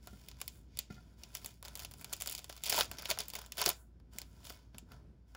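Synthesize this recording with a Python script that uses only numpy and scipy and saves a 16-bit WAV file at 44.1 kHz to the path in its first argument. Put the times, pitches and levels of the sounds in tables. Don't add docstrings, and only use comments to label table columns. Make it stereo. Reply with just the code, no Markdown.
import sys
import numpy as np
from scipy import signal
from scipy.fft import rfft, irfft
from scipy.io import wavfile
from scipy.ndimage import uniform_filter1d

SR = 44100
rng = np.random.default_rng(int(sys.argv[2]) if len(sys.argv) > 2 else 0)


def waveform_to_disk(signal):
    frames = np.transpose(np.atleast_2d(signal))
    scaled = np.clip(frames, -1, 1) * 32767
    samples = np.round(scaled).astype(np.int16)
    wavfile.write(sys.argv[1], SR, samples)


N = 236448

# (time [s], flex of the whole pouch [dB], foil sheet [dB],
# sharp crease edge [dB], ring of the facet [Hz])
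LOUD_SNAPS = [(0.0721, -49.5, -45, -44, 2150), (0.2857, -64, -43, -41, 4970),
              (0.3143, -61.5, -48.5, -55, 4100), (0.403, -72, -47.5, -50, 2290),
              (0.4147, -46, -36.5, -30, 2600), (0.479, -61, -37.5, -31, 4550), (0.772, -57, -42, -36, 3430),
              (0.7895, -50, -29, -24, 4440), (1.235, -59.5, -41, -45, 5330),
              (1.3508, -49.5, -35, -30, 5240), (1.4459, -53.5, -41, -38, 4700),
              (1.46, -54.5, -41.5, -28, 6000), (1.6268, -50, -47, -42, 4000),
              (1.6819, -53.5, -44, -40.5, 3700), (1.754, -57, -40, -33.5, 3750),
              (1.7936, -57.5, -39.5, -40, 4600), (1.8485, -50.5, -35.5, -37, 3360),
              (1.938, -57, -48.5, -45, 4430), (2.0447, -52, -39.5, -36.5, 3440),
              (2.1293, -50, -37, -27, 6000), (2.134, -50.5, -32.5, -29, 4460),
              (2.21, -52, -38.5, -33, 6000), (2.221, -49, -37, -26, 4300), (2.2601, -48.5, -46, -33, 5300),
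              (2.2738, -48.5, -34, -28, 4470), (2.3226, -69, -59, -37, 3420),
              (2.3503, -56, -36, -33.5, 4700), (2.3912, -53.5, -43.5, -38, 3860),
              (2.4433, -55.5, -44.5, -37, 3400), (2.4973, -44.5, -40.5, -41.5, 2260),
              (2.5649, -57, -50.5, -44.5, 3440), (2.637, -53, -33.5, -28.5, 3570),
              (2.6967, -50.5, -31.5, -22.5, 4300), (2.6994, -54.5, -27, -21, 4760),
              (2.725, -34.5, -24.5, -32.5, 4900), (2.789, -31, -32.5, -27.5, 3700),
              (2.8087, -29.5, -20, -26.5, 3500), (2.9142, -43.5, -39.5, -32.5, 2700),
              (2.985, -50.5, -37, -44.5, 5300), (3.0558, -48.5, -30.5, -37, 3660),
              (3.1024, -41, -26.5, -23, 4400), (3.112, -55, -21.5, -27, 3700),
              (3.174, -43.5, -42.5, -52.5, 2500), (3.1879, -51, -33, -29.5, 4870),
              (3.204, -45.5, -33, -29.5, 4270), (3.283, -60, -48, -35, 3500),
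              (3.301, -68, -41.5, -38, 4720), (3.336, -47, -39.5, -38.5, 4730),
              (3.353, -53, -34.5, -31.5, 2680), (3.3628, -53, -41, -40, 5760),
              (3.521, -57, -36.5, -36.5, 5300), (3.6155, -36.5, -33, -23.5, 3580),
              (3.6613, -34.5, -19, -20.5, 4150), (3.6909, -38, -29.5, -18.5, 3830),
              (3.7009, -48, -27.5, -28, 6480), (3.9996, -67, -67.5, -71.5, 3300),
              (4.1852, -65, -37, -30, 2400), (4.2164, -54.5, -40.5, -39.5, 4180),
              (4.4527, -63, -46.5, -55, 3400), (4.5019, -47.5, -46, -44.5, 2320),
              (4.7459, -55.5, -52.5, -79, 2500), (4.783, -60, -44.5, -36.5, 2700),
              (4.9188, -55.5, -52.5, -53, 3000), (5.3493, -48, -49.5, -52, 2500)]
FACET_DECAY_S = .00045
FACET_HZ, FACET_OCTAVES = 4100, .42
EDGE_FLUTTER = .055
OPENING_START_S, OPENING_END_S = 1.62, 3.72

# (frequency [Hz], relative level [dB])
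POUCH_COLOUR = [(100, -15.5), (250, -8.5), (360, -3.5), (480, -2.5), (650, 2.5), (950, 3.5), (1300, 1),
                (1700, 0), (2300, -26)]
SHEET_COLOUR = [(1200, -28.5), (1900, 0.5), (2400, 5), (2950, 4.5), (3500, 7.5), (4400, 6), (5200, 5),
                (6200, -1), (7000, 2.5), (8500, -31.5)]
EDGE_COLOUR = [(5500, -33), (7200, 4), (8700, 1), (10200, 5), (11200, -8), (12800, -7), (15600, -1.5),
               (16300, -29), (18000, -53.5)]

# (start [s], end [s], level at the end [dB],
# pouch flex at the end, relative [dB], crease edges, relative [dB])
RIPS = [(2.645, 2.8, -33, -6.5, 1), (3.09, 3.107, -43.5, -1.5, 5), (3.587, 3.621, -34.5, -7, -3),
        (3.644, 3.695, -41.5, -3, 3.5)]
RIP_SWELL_DB_PER_S = 57.5
RIP_OPENING_DB_PER_S = 66.5
RIP_RISE_S, RIP_FALL_S = 0.025, 0.047

# (time of the firmest grip [s], time to swell by 20 dB [s],
# time to fade by 20 dB [s], level [dB], pouch flex, relative [dB], crease edges, relative [dB]);
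# swell and fade times below 1 ms, also negative ones, act as 1 ms
SQUEEZES = [(0.412, 0.8, 0.3, -65.5, -8, -3), (0.792, 0.1, 0.13, -57.5, -13, -8),
            (0.902, -0.08, .15, -56.5, -12, -3), (1.363, 0.03, 0.0349, -45, -13.5, 5),
            (1.461, 0.1335, 0.1248, -55.5, -13, 4.5), (1.643, -0.03, .16, -53, -6, 0.5),
            (1.826, 0.0657, 0.03, -47.5, -10, 4.5), (2.026, 0.05, -0.18, -48, -9, 8),
            (2.139, 0.11, -0.2, -53, -3, 0), (2.3, 0.19, 0.15, -45, -17.5, 3),
            (2.495, 0, 0.28, -55.5, -9.5, 0.5), (2.914, -0.03, 0.1, -49, -5, -3),
            (3.0, 0.04, 0.13, -47.5, -8.5, -4.5), (3.075, 0.14, -0.03, -54.5, -9, 1.5),
            (3.195, -0.21, 0.0636, -38.5, -11.5, -2), (3.285, -0.07, 0.0361, -52.5, -28, 10),
            (3.364, 0.03, 0.134, -50, -4, 0), (4.506, 0.19, 0.16, -56.5, -5, -2.5),
            (4.926, 0.07, 0.11, -64, 2.5, -1)]

# (start [s], end [s], level [dB],
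# pouch flex, relative [dB], crease edges, relative [dB])
SLIDES = [(0.03, 0.296, -66, -10, 4.5), (0.394, 0.577, -68.5, -8.5, 10), (0.9, 1.14, -74, -2.5, 1),
          (1.183, 1.508, -65.5, -6, 1.5), (1.658, 2.48, -70, -4.5, 6), (2.854, 3.45, -63, -4.5, 2.5),
          (3.54, 3.812, -83, 11.5, 25), (4.132, 4.21, -61, -5.5, 3.5), (4.254, 4.44, -73.5, -6, 6),
          (4.45, 4.502, -52.5, -15, 6), (4.743, 4.79, -69.5, -2, -2), (5.283, 5.364, -75, -3, 2)]
SLIDE_RISE_S, SLIDE_FALL_S = 0.0203, 0.073
REST_DB, REST_EDGE_DB = -86, -6

# (time [s], pitch [Hz], level before swell and decay [dB])
POPS = [(2.7786, 914, -25.5), (2.7835, 640, -30.5), (3.1125, 622, -32.5), (3.667, 365, -31),
        (3.675, 732, -32)]

# (time [s], thud [dB], glass ring [dB])
KNOCKS = [(0.072, -64, -51), (0.13, -40, -57.5), (0.675, -67, -90), (0.902, -35, -47.5), (0.931, -47, -93),
          (0.963, -50, -59), (0.978, -52.5, -54), (3.668, -39.5, -78.5), (4.153, -46.5, -64),
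          (4.744, -42, -71.5), (4.827, -47.5, -80.5), (4.91, -48, -57), (5.351, -65, -52)]
# (frequency [Hz], relative level [dB], time to fade by 60 dB [s])
COUNTER_MODES = [(103, -4.5, .14), (134, -5.5, 0.2), (203.5, -0.5, 0.063), (258, 4, 0.07), (331, -4, 0.035),
                 (750, 4.5, 0.038), (1399, 1, 0.069), (1780, 0.5, 0.041), (2050, -1.5, 0.042),
                 (2500, -4, .022), (3840, -2, 0.023)]
GLASS_HZ = 600

# (frequency [Hz], left minus right [dB], left leads by [radians])
PORT_DIFFERENCES = [(100, 0.5, .1), (450, 3.5, .3), (900, 4, 1.1), (2400, 3.5, 1.53), (3700, 3.5, 1.91),
                    (4400, 4, 4.92), (5300, 2, 6.3), (7300, 4.5, 9), (7630, 1.1, 10.08), (11270, 0, 8.26),
                    (16000, 0.5, 7)]
# (frequency [Hz], relative level [dB])
ROOM_COLOUR = [(150, 5), (600, 6.5), (2000, 3.5), (4000, 2.5), (6500, 3.5), (9000, -15.5), (15000, -10.5)]
# (frequency [Hz], relative level per Hz [dB])
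RUMBLE_COLOUR = [(20, -26), (35, -22.5), (52, -1), (75, -4), (105, -5), (150, -8.5), (220, -12), (320, -18),
                 (500, -25.5), (1000, -39), (2000, -44), (5000, -53.5), (9000, -58.5), (16000, -65)]
RUMBLE_DB, HUM_HZ, HUM_DB = -60.5, 58.2, -60
TOP_HZ = 16500


def snaps(creases, rise_s=0.000502, crack_s=.00025, flutter_s=0.0029, flutter=0.1, ring=1.0, apart=0.71,
          pouch_db=-0.5, sheet_db=-1.5, edge_db=-0.4, size=2048):
    out, t = np.zeros((3, N)), np.arange(size) / SR
    pouch, sheet, edge = response(POUCH_COLOUR), response(SHEET_COLOUR), response(EDGE_COLOUR)
    spread = np.sqrt(.003 * SR / size)
    rise = 1 - np.exp(-t / rise_s)
    flip, settle = rise * np.exp(-t / crack_s), rise * np.exp(-t / flutter_s)
    all_noises = rng.standard_normal((len(creases), 3, size))
    for (s, flex_db, face_db, crease_db, hz), noises in zip(creases, all_noises):
        flex = spread * undb(flex_db + pouch_db)
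        face = spread * undb(face_db + sheet_db)
        crease = spread * undb(crease_db + edge_db)
        crack = pair(noises, apart) * (flip + flutter * settle)
        facet = through(crack, np.cos(2 * np.pi * hz * t) * np.exp(-t / FACET_DECAY_S))
        tick = pair(noises, apart / 2) * (flip + EDGE_FLUTTER * settle)
        beamed = face * unit(unit(through(crack, sheet)) + ring * unit(facet))
        beamed += flex * unit(through(noises[0] * settle, pouch))
        beamed += crease * unit(through(tick, edge))
        around = flex * unit(pouch) + face * unit(sheet) + crease * unit(edge)
        add(out, s, np.vstack([beamed, around]))
    return out


def lesser_snaps(work_db, flex_db, crease_db, grip_db=-55, per_s=26, doubling_db=8, level_db=-45,
                 growth=0.52, scatter_db=2.5, pouch_db=-3, edge_db=1.5, count=400):
    chance = rng.random((count, 2))
    scatter = np.clip(rng.standard_normal((count, 4)), -2, 2)
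    slot_s = (OPENING_END_S - OPENING_START_S) / count
    times = OPENING_START_S + slot_s * (np.arange(count) + chance[:, 0])
    at = (times * SR).astype(int)
    effort_db = work_db[at] - grip_db
    gives_way = chance[:, 1] < per_s * 2 ** (effort_db / doubling_db) * slot_s
    db = level_db + growth * effort_db
    levels = np.column_stack([db + flex_db[at] + pouch_db, db, db + crease_db[at] + edge_db])
    levels = levels + scatter_db * scatter[:, :3]
    ring_hz = FACET_HZ * 2 ** (FACET_OCTAVES * scatter[:, 3])
    return np.column_stack([times, levels, ring_hz])[gives_way].tolist()


def crackle(work_db, flex_db, crease_db, rate=520, rip_rate=750, slide=0.2, buckle_db=-63,
            pouch_db=-1.0, sheet_db=-3.0, edge_db=-4.5):
    t = np.arange(N) / SR
    ripping = sum((t > start) & (t < end) for start, end, *_ in RIPS)
    hiss = slide ** 2 + undb(buckle_db - work_db)
    buckling = grains(np.where(ripping, rip_rate, rate), hiss)
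    parts = [(POUCH_COLOUR, flex_db + pouch_db), (SHEET_COLOUR, sheet_db), (EDGE_COLOUR, crease_db + edge_db)]
    return sum(through(buckling * undb(work_db + db), response(colour)) for colour, db in parts)


def grains(per_s, hiss, scatter_db=6.0, colour_db=6, grain_s=0.00069, apart=0.39):
    fired = rng.random(N) < per_s / SR
    sizes = fired * undb(scatter_db * np.minimum(rng.exponential(size=N), 3.5))
    width = 2 ** (2 / 3)
    out = 0
    for low_hz in 280 * width ** np.arange(9):
        strength = sizes * undb(colour_db * np.clip(rng.standard_normal(N), -2, 2))
        power = signal.lfilter([1], [1, -np.exp(-2 / (grain_s * SR))], strength ** 2)
        power /= uniform_filter1d(power, size=1500) + 0.011 * power.mean()
        gain = np.sqrt((power + hiss) / (1 + hiss))
        band = signal.butter(2, [low_hz, low_hz * width], "band", fs=SR, output="sos")
        out = out + signal.sosfilt(band, pair(rng.standard_normal((3, N)), apart) * gain)
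    return out


def handling():
    t = np.arange(N) / SR
    moves = [(np.full(N, undb(REST_DB)), 0, REST_EDGE_DB)]
    for start, end, db, flex_db, crease_db in SLIDES:
        gain = undb(db) * stroke(t, start, end, SLIDE_RISE_S, SLIDE_FALL_S)
        moves.append((gain, flex_db, crease_db))
    for s, rise_s, fall_s, db, flex_db, crease_db in SQUEEZES:
        moves.append((undb(db) * stroke(t, s, s, rise_s, fall_s), flex_db, crease_db))
    for start, end, db, flex_db, crease_db in RIPS:
        to_go = np.clip(end - t, 0, end - start)
        gain = undb(db - RIP_SWELL_DB_PER_S * to_go) * stroke(t, start, end, RIP_RISE_S, RIP_FALL_S)
        moves.append((gain, flex_db - RIP_OPENING_DB_PER_S * to_go, crease_db))
    sheet = sum(gain ** 2 for gain, _, _ in moves)
    pouch = sum((gain * undb(flex_db)) ** 2 for gain, flex_db, _ in moves)
    edges = sum((gain * undb(crease_db)) ** 2 for gain, _, crease_db in moves)
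    return 10 * np.log10([sheet, pouch / sheet, edges / sheet])


def stroke(t, start, end, rise_s, fall_s):
    before = np.maximum(start - t, 0) / max(rise_s, 1e-3)
    after = np.maximum(t - end, 0) / max(fall_s, 1e-3)
    return undb(-20 * (before + after))


def pops(decay_s=0.0066, swell_s=0.0002, size=3000):
    out, t = np.zeros(N), np.arange(size) / SR
    envelope = (1 - np.exp(-t / swell_s)) * np.exp(-t / decay_s)
    for s, hz, db in POPS:
        add(out, s, undb(db) * np.sin(2 * np.pi * hz * t) * envelope)
    return out


def knocks(contact_s=0.0027, thud_db=-6, glass_db=-3, size=12000):
    out, t = np.zeros(N), np.arange(size) / SR
    chances = rng.standard_normal((len(KNOCKS), len(COUNTER_MODES)))
    for (s, low_db, high_db), chance in zip(KNOCKS, chances):
        modes = np.zeros(size)
        for (hz, db, t60), c in zip(COUNTER_MODES, chance):
            bump_db = low_db + thud_db if hz < GLASS_HZ else high_db + glass_db
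            modes += undb(db + c + bump_db - 60 * t / t60) * np.sin(2 * np.pi * hz * t + c)
        add(out, s, modes * (1 - np.exp(-t / contact_s)))
    return out


def ports(x):
    hz = np.arange(N // 2 + 1) * SR / N
    side_db, lead = along(hz, PORT_DIFFERENCES, axis=1), along(hz, PORT_DIFFERENCES, axis=2)
    right = np.sqrt(2 / (1 + undb(side_db) ** 2))
    return irfft(rfft(x) * right * np.array([undb(side_db), np.exp(-1j * lead)]), N)


def shop(x, wet_db=-15.0, t60_low=0.17, t60_high=0.18, counter_db=-16, shared_hz=1000, size=22050):
    t = np.arange(size) / SR
    bass = signal.butter(2, shared_hz, "low", fs=SR, output="sos")
    treble = signal.butter(2, shared_hz, "high", fs=SR, output="sos")
    noises = rng.standard_normal((3, size))
    low, high = signal.sosfilt(bass, noises[0]), signal.sosfilt(treble, noises[1:])
    tail = low * undb(-60 * t / t60_low) + high * undb(-60 * t / t60_high)
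    tail = tail * np.clip(t / 0.0017, 0, 1)
    near = (low + high) * np.exp(-t / .005) * (t > .001)
    irs = (undb(wet_db) * unit(tail) + undb(counter_db) * unit(near)) / np.sqrt(size)
    return np.array([through(through(x, ir), response(ROOM_COLOUR)) for ir in irs])


def ventilation(apart=0.34, sway_db=1.8):
    noise = pair(rng.standard_normal((3, N)), apart)
    rumble = unit(through(noise, response(RUMBLE_COLOUR, size=8192)))
    air = rumble * undb(RUMBLE_DB + sway_db * walk(6))
    hum = np.sqrt(2) * np.sin(2 * np.pi * HUM_HZ * np.arange(N) / SR) * undb(HUM_DB)
    return (air + hum) * undb(np.array([[.5], [-.5]]))


def undb(db):
    return 10 ** (np.asarray(db) / 20)


def unit(x):
    return x / np.sqrt(np.mean(x ** 2) + 1e-30)


def along(hz, points, axis=1):
    points = np.array(points, float)
    return np.interp(np.log(hz + 1), np.log(points[:, 0]), points[:, axis])


def response(points, size=2048):
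    log_gain = along(np.arange(size // 2 + 1) * SR / size, points) * np.log(10) / 20
    cepstrum = irfft(log_gain)
    cepstrum[1:size // 2] *= 2
    cepstrum[size // 2 + 1:] = 0
    return unit(irfft(np.exp(rfft(cepstrum)))) / np.sqrt(size)


def through(x, ir):
    return signal.fftconvolve(x, ir if x.ndim == 1 else ir[None], axes=-1)[..., :x.shape[-1]]


def add(out, s, x):
    i = int(np.clip(s * SR, 0, N - 1))
    out[..., i:i + x.shape[-1]] += x[..., :N - i]


def walk(rate):
    k = max(int(SR / rate), 2)
    steps = np.repeat(rng.standard_normal(N // k + 1), k)
    return unit(uniform_filter1d(steps, k)[:N])


def pair(noises, apart):
    return (noises[0] + apart * noises[1:]) / np.sqrt(1 + apart ** 2)


def scene():
    work = handling()
    snapped = snaps(LOUD_SNAPS + lesser_snaps(*work))
    crinkled = crackle(*work)
    bumps = pops() + knocks()
    direct = ports(snapped[:2] + crinkled + bumps)
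    echo = shop(snapped[2] + crinkled[0] + bumps) * undb(np.array([[1.0], [-1.0]]))
    return direct + echo + ventilation()


def record(dry):
    return signal.sosfilt(signal.ellip(8, .2, 70, TOP_HZ, fs=SR, output="sos"), dry)


dry = scene()
out = record(dry)
waveform_to_disk(out)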